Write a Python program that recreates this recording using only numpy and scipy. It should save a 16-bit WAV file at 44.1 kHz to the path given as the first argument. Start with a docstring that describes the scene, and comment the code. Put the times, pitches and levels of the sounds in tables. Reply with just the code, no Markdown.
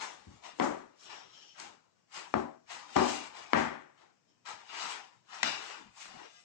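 """A spoon is heard scraping along a glass bowl as it works stiff dough, over the faint air of a kitchen.
Friction noise is shaped by bowl and counter resonances; the bowl knocks on the counter, the spoon on the rim.
Each knock is a filtered click with chatter, ringing modes and decaying noise tails. A whistle, a hollow sliding
tone and a singing rim join the scrape. Hard walls answer; the bowl is nearer the left microphone.
"""
import sys
import numpy as np
from scipy import signal
from scipy.fft import rfft, irfft, next_fast_len
from scipy.io import wavfile
from scipy.ndimage import uniform_filter1d, map_coordinates

SR = 44100
rng = np.random.default_rng(int(sys.argv[2]) if len(sys.argv) > 2 else 0)


def pcm_store(signal):
    """Save signal as 16-bit PCM."""
    levels = np.round(np.clip(np.atleast_2d(signal), -1, 1) * 32767)
    wavfile.write(sys.argv[1], SR, levels.astype(np.int16).T)


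N = 284004

# Quiet kitchen air, spectrum: (frequency [Hz], relative level [dB])
AIR_SPECTRUM = [(15, -72), (30, -44.5), (100, -5), (160, -0.5), (300, -8.5), (700, -11.5), (2000, -18.5),
                (3500, -28), (5500, -16.5), (7800, -20.5), (9000, -38.5), (13500, -59), (15200, -32)]
# Spoon and dough rubbing on glass, spectrum: (frequency [Hz], relative level [dB])
SCRAPE_SPECTRUM = [(100, -58.5), (400, -15.5), (620, -12.5), (800, 0.5), (1400, -2.5), (2900, -7),
                   (4500, -10), (6500, -9), (7900, -12.5), (8600, -14), (10500, -26.5), (12500, -36.5),
                   (14000, -39), (15000, -36), (15700, -33.5)]
# Bowl dragging on the counter, spectrum: (frequency [Hz], relative level [dB])
RUMBLE_SPECTRUM = [(24, -51), (40, -39.5), (123, -24.5), (157, -15), (250, 1.5), (394, 1.5), (700, -2),
                   (910, -32), (1540, -120)]
# Spoon strokes: (time at full force [s], swell [s], hold [s], scrape before mixing [dB],
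# dullness [dB per octave], glass ring re scrape [dB], counter rumble re scrape [dB])
SPOON_STROKES = [(0, .05, 0.013, -44, 0, -10, -14), (.24, 0.7, .14, -69, 0, -15, -9),
                 (0.443, 0.029, 0.0061, -56, 1.5, -1, -10), (0.623, 0.059, 0.015, -49, -3.5, -23, 2),
                 (1.019, 0.058, 0.016, -61, -4.5, -20, -17), (1.108, 0.1, 0.032, -58, 2.5, -1, -9.5),
                 (1.38, 0.71, 0.037, -75, 1.5, 3, -5), (1.591, 0.047, 0.013, -54.5, 1.5, -4, -10),
                 (2.152, 0.044, 0.0076, -48, 0, -6, -18), (2.382, 0.19, 0.0056, -63, -2.5, -7, -8),
                 (2.705, 0.032, 0.028, -49, 0.5, -4.5, -19), (2.88, 0.11, .04, -68.5, 9, -13, -2),
                 (2.975, 0.066, 0.065, -50, -7, 3, -7), (3.092, 0.19, 0.033, -42.5, -2.5, -5.5, -12.5),
                 (3.225, 0.24, 0.0084, -56, 2, -3.5, -15), (3.354, .04, 0.063, -58, 1, -0.5, -10),
                 (3.58, 0.081, 0.0096, -46, 2, -20, -11), (3.985, 0.045, 0.03, -73, 3, -6, -3.5),
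                 (4.462, 0.012, 0.019, -49.5, 1.5, -6, -25), (4.729, 0.074, 0.032, -56.5, 2.5, 5.5, -14),
                 (4.817, 0.15, 0.089, -46.5, 0.5, -5, -19), (5.33, 0.06, 0.041, -55, 1.5, -1, -20),
                 (5.458, 0.056, 0.024, -48, -6, 8.5, -14), (5.575, 0.24, 0.15, -52.5, 1, -4, -23),
                 (6.005, 0.094, 0.03, -55, -3, -4.5, -29), (6.124, 0.22, 0.098, -63.5, 3.5, -1, -15),
                 (6.327, 0.39, 0.081, -71.5, -5.5, -0.5, -26)]
# Bowl resonances: (frequency [Hz], width [Hz], relative level [dB])
GLASS_MODES = [(785, 130, 1), (1167, 14, -10.5), (1340, 130, 1), (1920, 79, 0), (2396, 63, 4.5),
               (2844, 160, 5), (2840, 120, -11), (3560, 120, -1), (3960, 180, -1), (4864, 98, 1.5),
               (5360, 100, -11.5), (5630, 78, 1), (6550, 35, -12.5), (7010, 25, -22)]
# Impact spectrum before each knock's own colour: (frequency [Hz], relative level [dB])
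BLOW_SPECTRUM = [(20, -64.5), (45, -32.5), (70, -3.5), (150, -7), (250, 4.5), (500, 2), (900, 3),
                 (1800, -4.5), (3000, -17), (7000, -32), (9000, -44), (15000, -79)]
# Bowl's foot on the counter: (time [s], crack peak [dB], brightness [dB per octave], bite [dB], thud [dB],
# room re crack [dB], tail t60 before decay shares [s], snap re crack [dB], boom [Hz], boom re crack [dB])
FOOT_KNOCKS = [(0.269, -41.5, -20, -13, 11, 5.5, 0.22, -40, 110, -12),
               (.335, -53, -23, -4, 13.5, 5.5, 0.18, -40, 110, -12),
               (0.588, -37, -10, 8, -9, 7, 0.3, -42, 226, -17),
               (0.599, -13, -0.85, 0, -6.5, 4, 0.6, -9.5, 226, -17),
               (1.66, -55, -21, -3, -9, 4.5, 0.49, -40, 226, -23),
               (2.3399, -12.5, -2.5, -2, 1, -0.36, 0.47, -25.5, 222, -14),
               (2.9585, -20.5, -0.5, -8, -7.5, -0.5, 0.61, -11, 242, -19),
               (2.9616, -15.5, 0, -6.5, -7, -1, 0.69, -24, 242, -23.5),
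               (2.9651, -11, -0.5, -5.5, -0.1, 3, 0.58, -20, 242, -19.5),
               (2.9702, -15, -1, -6, 0.2, 0.5, 0.55, -30, 242, -18),
               (3.533, -8.5, -0.3, 6.5, 4.5, 1.5, 0.68, -6, 222, -19.5),
               (4.528, -62, -22, 1, 4, 8, 0.21, -40, 150, -11)]
# Spoon on the rim: the same columns as the foot knocks
RIM_TAPS = [(1.599, -32, 12.3, -20, -6, -1, 0.49, -30, 226, -42),
            (5.4305, -11.5, 7.7, 0.5, 11, -4, 0.58, -14, 227.4, -28.5),
            (6.003, -38, 14, -3, -16, -2, .3, -30, 226, -40),
            (6.056, -42, 3.4, -4, -3, 3.5, 0.67, -30, 225, -40)]
# Free modes of the rim: (frequency [Hz], relative level [dB])
RIM_MODES = [(710, -7), (1200, -4), (1620, 0), (2040, -2), (2606, -4), (3074, -9), (3531, -1), (3784, -10),
             (4775, -5), (5604, -1), (5814, -6), (6245, -2), (7430, -10)]
# Counter and cupboard resonances: (frequency [Hz], width [Hz], relative level [dB])
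COUNTER_MODES = [(157.6, 12, -8), (223, 15, -4.5), (244, 11, -5.5), (292, 12, -0.5), (371.4, 15, -1),
                 (532, 16, -7), (558.8, 11, -5), (649.5, 7.2, -1), (768, 20, -8.5), (804, 18, -7),
                 (850, 20, -8), (902, 16, -5), (992, 20, -12.5), (1064, 20, -7), (1178, 30, -8.5),
                 (1310, 27, -8), (1567, 20, -11.5)]
# Decay time across the spectrum: (frequency [Hz], share of the tail's t60 [ratio])
DECAY_SHARE = [(100, 0.6), (500, 0.76), (2000, 0.81), (5000, 0.77), (10000, 0.62)]
# Spoon's whistle on wet glass: (frequency [Hz], width [Hz], relative level [dB])
WHISTLE_MODES = [(3060, 320, -8), (4600, 1500, -19), (5540, 400, -8), (7200, 100, -15)]
# Whistle envelope: (time [s], level [dB])
WHISTLE_LEVEL = [(.93, -104), (1.0, -66), (1.15, -58), (1.28, -69), (1.36, -60.5), (1.48, -63), (1.58, -71),
                 (1.7, -99), (4.265, -100), (4.285, -77), (4.31, -82), (4.37, -95)]
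# Low hollow tone as the dough folds: (time [s], centre frequency [Hz], level [dB])
FOLDING_GLIDE = [(5.5, 300, -74), (5.62, 410, -62.5), (5.75, 448, -62), (5.83, 281, -64), (5.89, 151, -72),
                 (5.972, 150, -93), (6.1, 185, -67), (6.17, 290, -66), (6.25, 450, -69), (6.36, 560, -97)]
# Envelope of the rubbed, singing rim: (time [s], level [dB])
SINGING_LEVEL = [(6.15, -100), (6.25, -66), (6.32, -63), (6.39, -58.5), (6.44, -73.5)]
# Left channel over right: (frequency [Hz], level difference [dB])
LEFT_OVER_RIGHT = [(60, 4.5), (110, 6.5), (200, 5.5), (380, 7), (700, 10), (1290, 9.5), (2380, 10.5),
                   (4400, 8.5), (8120, 1.5), (15000, -4)]
# Overall treble, a step down above 8 kHz: (frequency [Hz], gain [dB])
TREBLE_RESPONSE = [(8000, -1), (8500, -8.5), (12000, -15.5), (14500, -11), (15600, -7)]

AIR_DB = -74
SWELL_DB, SWELL_SHAPE = 20, 1.26  # rise over the swell time; exponent of its dB curve
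STROKE_FADE, RUMBLE_FADE = 138, 105  # dB per s after the hold
RESTING_DB = -88  # scrape while the spoon barely moves, before mixing
DULLS_PER_S, DULLEST = 17, 1.6  # fading treble: dB per octave each second, and its limit in dB per octave
RUMBLE_LAG_S = 0.019  # the bowl follows the spoon late
KNOCK_SAMPLES = 24576
# counter ring [dB], rim ring re crack [dB], rim t60 [s], contact [s]
FOOT_CONTACT = (-0.14, -58, 0.6, 0.0032)
RIM_CONTACT = (-12.5, -29, 0.26, 0.0045)
LAG_S, TOP_HZ = 41 / 44100, 15600  # right channel's delay; upper band limit


def amp(db):
    """Level law: 20 dB is a factor of ten in amplitude."""
    return 10 ** (np.asarray(db) / 20)


def unit(x):
    """Normalization to unit root-mean-square."""
    return x / np.sqrt(np.mean(x ** 2) + 1e-20)


def along(points, hz):
    """Interpolation of (frequency, value) points on a logarithmic frequency axis."""
    f, v = np.transpose(points)
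    return np.interp(np.log(hz + 1), np.log(f + 1), v)


def wobble(rate):
    """Band-limited fluctuation: a smooth random curve with rate knots a second."""
    knots = rng.standard_normal(int(N * rate / SR) + 4)
    return map_coordinates(knots, [np.arange(N) * rate / SR])


def filtered(x, response):
    """Linear filtering: the spectrum times a complex response of frequency."""
    m = next_fast_len(x.shape[-1] + 8192)  # zero padding leaves room for ringing
    return irfft(rfft(x, m) * response(np.fft.rfftfreq(m, 1 / SR)), m)[..., :x.shape[-1]]


def resonances(modes):
    """Modal superposition: second-order resonators of alternating sign form a body's response."""
    def response(f):
        total = 0
        for k, (centre, width, db) in enumerate(modes):
            mode = 1j * f * width / (centre * centre - f * f + 1j * f * width)
            total = total + (-1) ** k * amp(db) * mode
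        return total
    return response


def streaked(x, depth_db):
    """Spectral fluctuation: narrow bands swell and fade on their own."""
    z = signal.stft(x, SR, nperseg=1024)[2]
    field = uniform_filter1d(rng.standard_normal(z.shape[-2:]), size=2, axis=0)  # across frequency
    field = uniform_filter1d(field, size=9, axis=1)  # across time
    gain = amp(depth_db * unit(field))
    return signal.istft(z * unit(gain), SR, nperseg=1024)[1][..., :N]


def kitchen():
    """Stationary noise, slightly modulated: the faint air of the room."""
    noise = rng.standard_normal((2, N)) * amp(0.94 * wobble(2.3))
    air = filtered(noise, lambda f: amp(along(AIR_SPECTRUM, f)))
    return amp(AIR_DB) * streaked(unit(air), depth_db=2.0)


def strokes():
    """Incoherent summation: strokes swell, hold and fade; overlapping powers add and colours blend."""
    t = np.arange(0, N / SR, 0.002)
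    s, swell, hold, db, dull, ring_db, rumble_db = np.transpose(SPOON_STROKES)[..., None]
    before = np.maximum(s - t, 0)
    after = np.maximum(t - s - hold, 0)
    rising_db = db - SWELL_DB * (before / swell) ** SWELL_SHAPE
    scrape = amp(rising_db - STROKE_FADE * after)

    def total(parts, rest_db):
        return np.sqrt((parts ** 2).sum(0) + amp(rest_db) ** 2)

    hiss = total(scrape, RESTING_DB)
    dull = dull + np.minimum(DULLS_PER_S * after, DULLEST)  # a fading stroke loses treble
    dull = (dull * scrape ** 2).sum(0) / hiss ** 2
    ring = total(scrape * amp(ring_db), RESTING_DB - 5)
    drag = total(amp(rising_db + rumble_db - RUMBLE_FADE * after), RESTING_DB - 1)
    drag = np.interp(t - RUMBLE_LAG_S, t, drag)
    return [np.interp(np.arange(N) / SR, t, curve) for curve in (hiss, dull, ring, drag)]


def grit(response):
    """Stick-slip friction: noise whose level fluctuates with catches and slips, then filtered."""
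    uneven = amp(1.4 * wobble(70) + 2.6 * wobble(400))
    return unit(filtered(rng.standard_normal(N) * uneven, response))


def scrape_hiss(dull):
    """Spectral tilt about 5 kHz: friction noise grows duller or brighter with each stroke."""
    noise = grit(lambda f: amp(along(SCRAPE_SPECTRUM, f)))
    hz, t, z = signal.stft(noise, SR, nperseg=512)
    octaves = np.log2(np.clip(hz, 500, 12000)[:, None] / 5000)
    slope_db = np.interp(t, np.arange(N) / SR, dull) * octaves
    return signal.istft(z * amp(-slope_db), SR, nperseg=512)[1][:N]


def diffuse(x, t60):
    """Diffuse-field reverberation: power lingers in each band and returns as fresh noise."""
    hz, t, z = signal.stft(x, SR, nperseg=512)
    keep = amp(-120 * t[1] / t60)  # power kept per frame
    power = signal.lfilter([0, 1 - keep], [1, -keep], np.abs(z) ** 2)
    noise = signal.stft(rng.standard_normal((2, N)), SR, nperseg=512)[2]
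    noise = noise / np.sqrt(np.mean(np.abs(noise) ** 2))
    return signal.istft(noise * np.sqrt(np.abs(power)), SR, nperseg=512)[1][:, :N]


def pair(direct, tails):
    """Interchannel delay and coherence: the right lags; room bass is common to both, treble is not."""
    shared = filtered(tails, lambda f: [1 / np.sqrt(1 + (f / 500) ** 2),
                                        1 / np.sqrt(1 + (500 / (f + 1)) ** 2)]).sum(0)
    both = direct + np.array([tails[0], shared])
    return filtered(both, lambda f: np.exp(-2j * np.pi * f * np.array([[0], [LAG_S]])))


def scraping():
    """Friction excitation: steel and dough rub on glass, bowl and spoon ring, the bowl drags."""
    scrape, dull, ring, drag = strokes()
    hiss = scrape * scrape_hiss(dull)
    glass = ring * grit(resonances(GLASS_MODES))
    rumble = drag * grit(lambda f: amp(along(RUMBLE_SPECTRUM, f)))
    rub = amp(1.5) * (hiss + glass + rumble) + whistle() + folding()
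    room = amp(4.5) * diffuse(rub, t60=0.17)
    return streaked(pair(rub, room), depth_db=2.2) + pair(singing(), np.zeros((2, N)))


def causal(gain_db):
    """Minimum phase by the folded cepstrum: an impulse response of energy 1 from a dB gain."""
    gain = np.maximum(gain_db(np.fft.rfftfreq(4096, 1 / SR)), -140)
    cepstrum = irfft(np.log(amp(gain)))
    cepstrum = cepstrum * np.r_[1, np.full(2047, 2), 1, np.zeros(2047)]
    h = irfft(np.exp(rfft(cepstrum)))
    return h / np.linalg.norm(h)


def impact_colour(bright, bite_db, thud_db):
    """Contact stiffness: harder contacts wake the upper mids; tilt and bass thud vary too."""
    def gain_db(f):
        bite = bite_db * np.exp(-np.log2((f + 1) / 2100) ** 2 / 0.76)
        tilt = bright * np.log2(np.clip(f, 200, 8000) / 1000)
        thud = thud_db * np.clip(np.log2(200 / (f + 1)), 0, 1)
        return along(BLOW_SPECTRUM, f) + bite + tilt + thud
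    return causal(gain_db)


def impact_crack(blow, contact, t):
    """Repeated impact: a click and the chatter of surfaces bouncing until they part, peak 1."""
    chatter = rng.standard_normal(2048) * np.exp(-(t[:2048] / contact) ** 3)
    crack = signal.fftconvolve(np.r_[4.5, chatter[1:]], blow)
    crack = filtered(crack, lambda f: 1j * f / (1j * f + 350))  # a small bowl radiates little bass
    return crack / np.abs(crack).max()


def first_snap(t):
    """Brief hard contact: a decaying, low-passed noise burst at first touch."""
    snap = rng.standard_normal(64) * np.exp(-t[:64] / 0.00038)
    return filtered(snap, lambda f: 1 / (1 + 1j * f / 5500) ** 4)


def counter_boom(hz, t60, t):
    """Damped single-mode vibration: a low tone that depends on where the foot lands."""
    decay = amp(-60 * t / (0.5 * t60))
    return decay * np.sin(2 * np.pi * hz * t) * (1 - np.exp(-t / 0.006))


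def rim_ring(t60, t):
    """Free modal vibration: the rim's modes are struck unequally and decay together."""
    return sum(amp(g + rng.normal(0, 2.5) - 60 * t / t60) * np.sin(2 * np.pi * hz * t)
               for hz, g in RIM_MODES)


def counter_hum(t60, t):
    """Modal afterglow: the counter's modes build up and keep sounding."""
    modes = sum(amp(g + rng.normal(0, 2.5)) * np.sin(2 * np.pi * hz * t)
                for hz, width, g in COUNTER_MODES)
    decay = amp(-22 - 60 * (t / (0.74 * t60)) ** 1.09)
    return decay * modes * (1 - np.exp(-t / 0.014))


def tail(t60, rise):
    """Two decaying noise tails, shorter in bass and top treble, with a fade that steepens."""
    hz, t, z = signal.stft(rng.standard_normal((2, KNOCK_SAMPLES)), SR, nperseg=256)
    decay_s = t60 * along(DECAY_SHARE, hz)[:, None]
    fade = amp(-60 * (t / decay_s) ** 1.205) * (1 - np.exp(-t / rise))
    tails = signal.istft(z * fade, SR, nperseg=256)[1]
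    return tails / np.linalg.norm(tails[0])


def room_echo(blow, t60, counter_db):
    """Convolution with the room: the bass lives mostly in the counter and cupboard modes."""
    echo = signal.fftconvolve(blow[None], tail(t60, rise=0.0058), axes=1)[:, :KNOCK_SAMPLES]
    leaner = filtered(echo, lambda f: 1 - 0.3 / (1 + 1j * f / 450))
    return leaner + amp(counter_db + 6.5) * filtered(echo, resonances(COUNTER_MODES))


def knocks():
    """Impact excitation: a chattering click rings rim and counter and fills the room."""
    direct, room = np.zeros(N + KNOCK_SAMPLES), np.zeros((2, N + KNOCK_SAMPLES))
    t = np.arange(KNOCK_SAMPLES) / SR
    contacts = [tuple(row) + FOOT_CONTACT for row in FOOT_KNOCKS]
    contacts += [tuple(row) + RIM_CONTACT for row in RIM_TAPS]
    for (s, db, bright, bite_db, thud_db, room_db, t60, snap_db, boom_hz, boom_db,
         counter_db, rim_db, rim_t60, contact) in contacts:
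        blow = impact_colour(bright, bite_db, thud_db)
        crack = amp(db) * impact_crack(blow, contact, t)
        snap = amp(db + snap_db) * first_snap(t)
        at = round(s * SR)
        span = slice(at, at + KNOCK_SAMPLES)
        direct[at:at + len(crack)] += crack
        direct[at:at + len(snap)] += snap
        direct[span] += amp(db + boom_db) * counter_boom(boom_hz, t60, t)
        direct[span] += amp(db + rim_db) * rim_ring(rim_t60, t)
        direct[span] += amp(db + counter_db) * counter_hum(t60, t)
        echo = room_echo(blow, t60, counter_db)
        room[:, span] += np.linalg.norm(crack) * amp(room_db) * echo
    return pair(direct[:N], room[:, :N])


def whistle():
    """Resonant friction: noise through narrow bands, the spoon whistling on wet glass."""
    level = amp(np.interp(np.arange(N) / SR, *np.transpose(WHISTLE_LEVEL)))
    return level * grit(resonances(WHISTLE_MODES))


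def folding():
    """Moving resonance: noise in one sliding band gives a hollow tone as the dough folds."""
    hz, t, z = signal.stft(rng.standard_normal(N), SR, nperseg=1024)
    s, centre_hz, db = np.transpose(FOLDING_GLIDE)
    centre = np.interp(t, s, centre_hz)
    band = np.exp(-(np.log((hz[:, None] + 1) / centre) / 0.25) ** 2)
    hollow = unit(signal.istft(z * band, SR, nperseg=1024)[1][:N])
    return amp(np.interp(np.arange(N) / SR, s, db, left=-140, right=-140)) * hollow


def singing():
    """Sustained modal vibration: the rubbed rim sings with wavering level and phase."""
    now = np.arange(N) / SR
    modes = sum(amp(g + 1.8 * wobble(23)) * np.sin(2 * np.pi * hz * now + 0.65 * wobble(35))
                for hz, g in RIM_MODES)
    return amp(np.interp(now, *np.transpose(SINGING_LEVEL))) * unit(modes)


def scene():
    """Superposition of room air, friction and impacts."""
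    return kitchen() + scraping() + knocks()


def record(dry):
    """Overall treble: a step down above 8 kHz, nothing above 15.6 kHz; left and right differ in balance."""
    def response(f):
        balance_db = np.array([[0.3], [-0.7]]) * along(LEFT_OVER_RIGHT, f)
        return amp(along(TREBLE_RESPONSE, f) + balance_db) * (f < TOP_HZ)
    return filtered(dry, response)


dry = scene()
out = record(dry)
pcm_store(out)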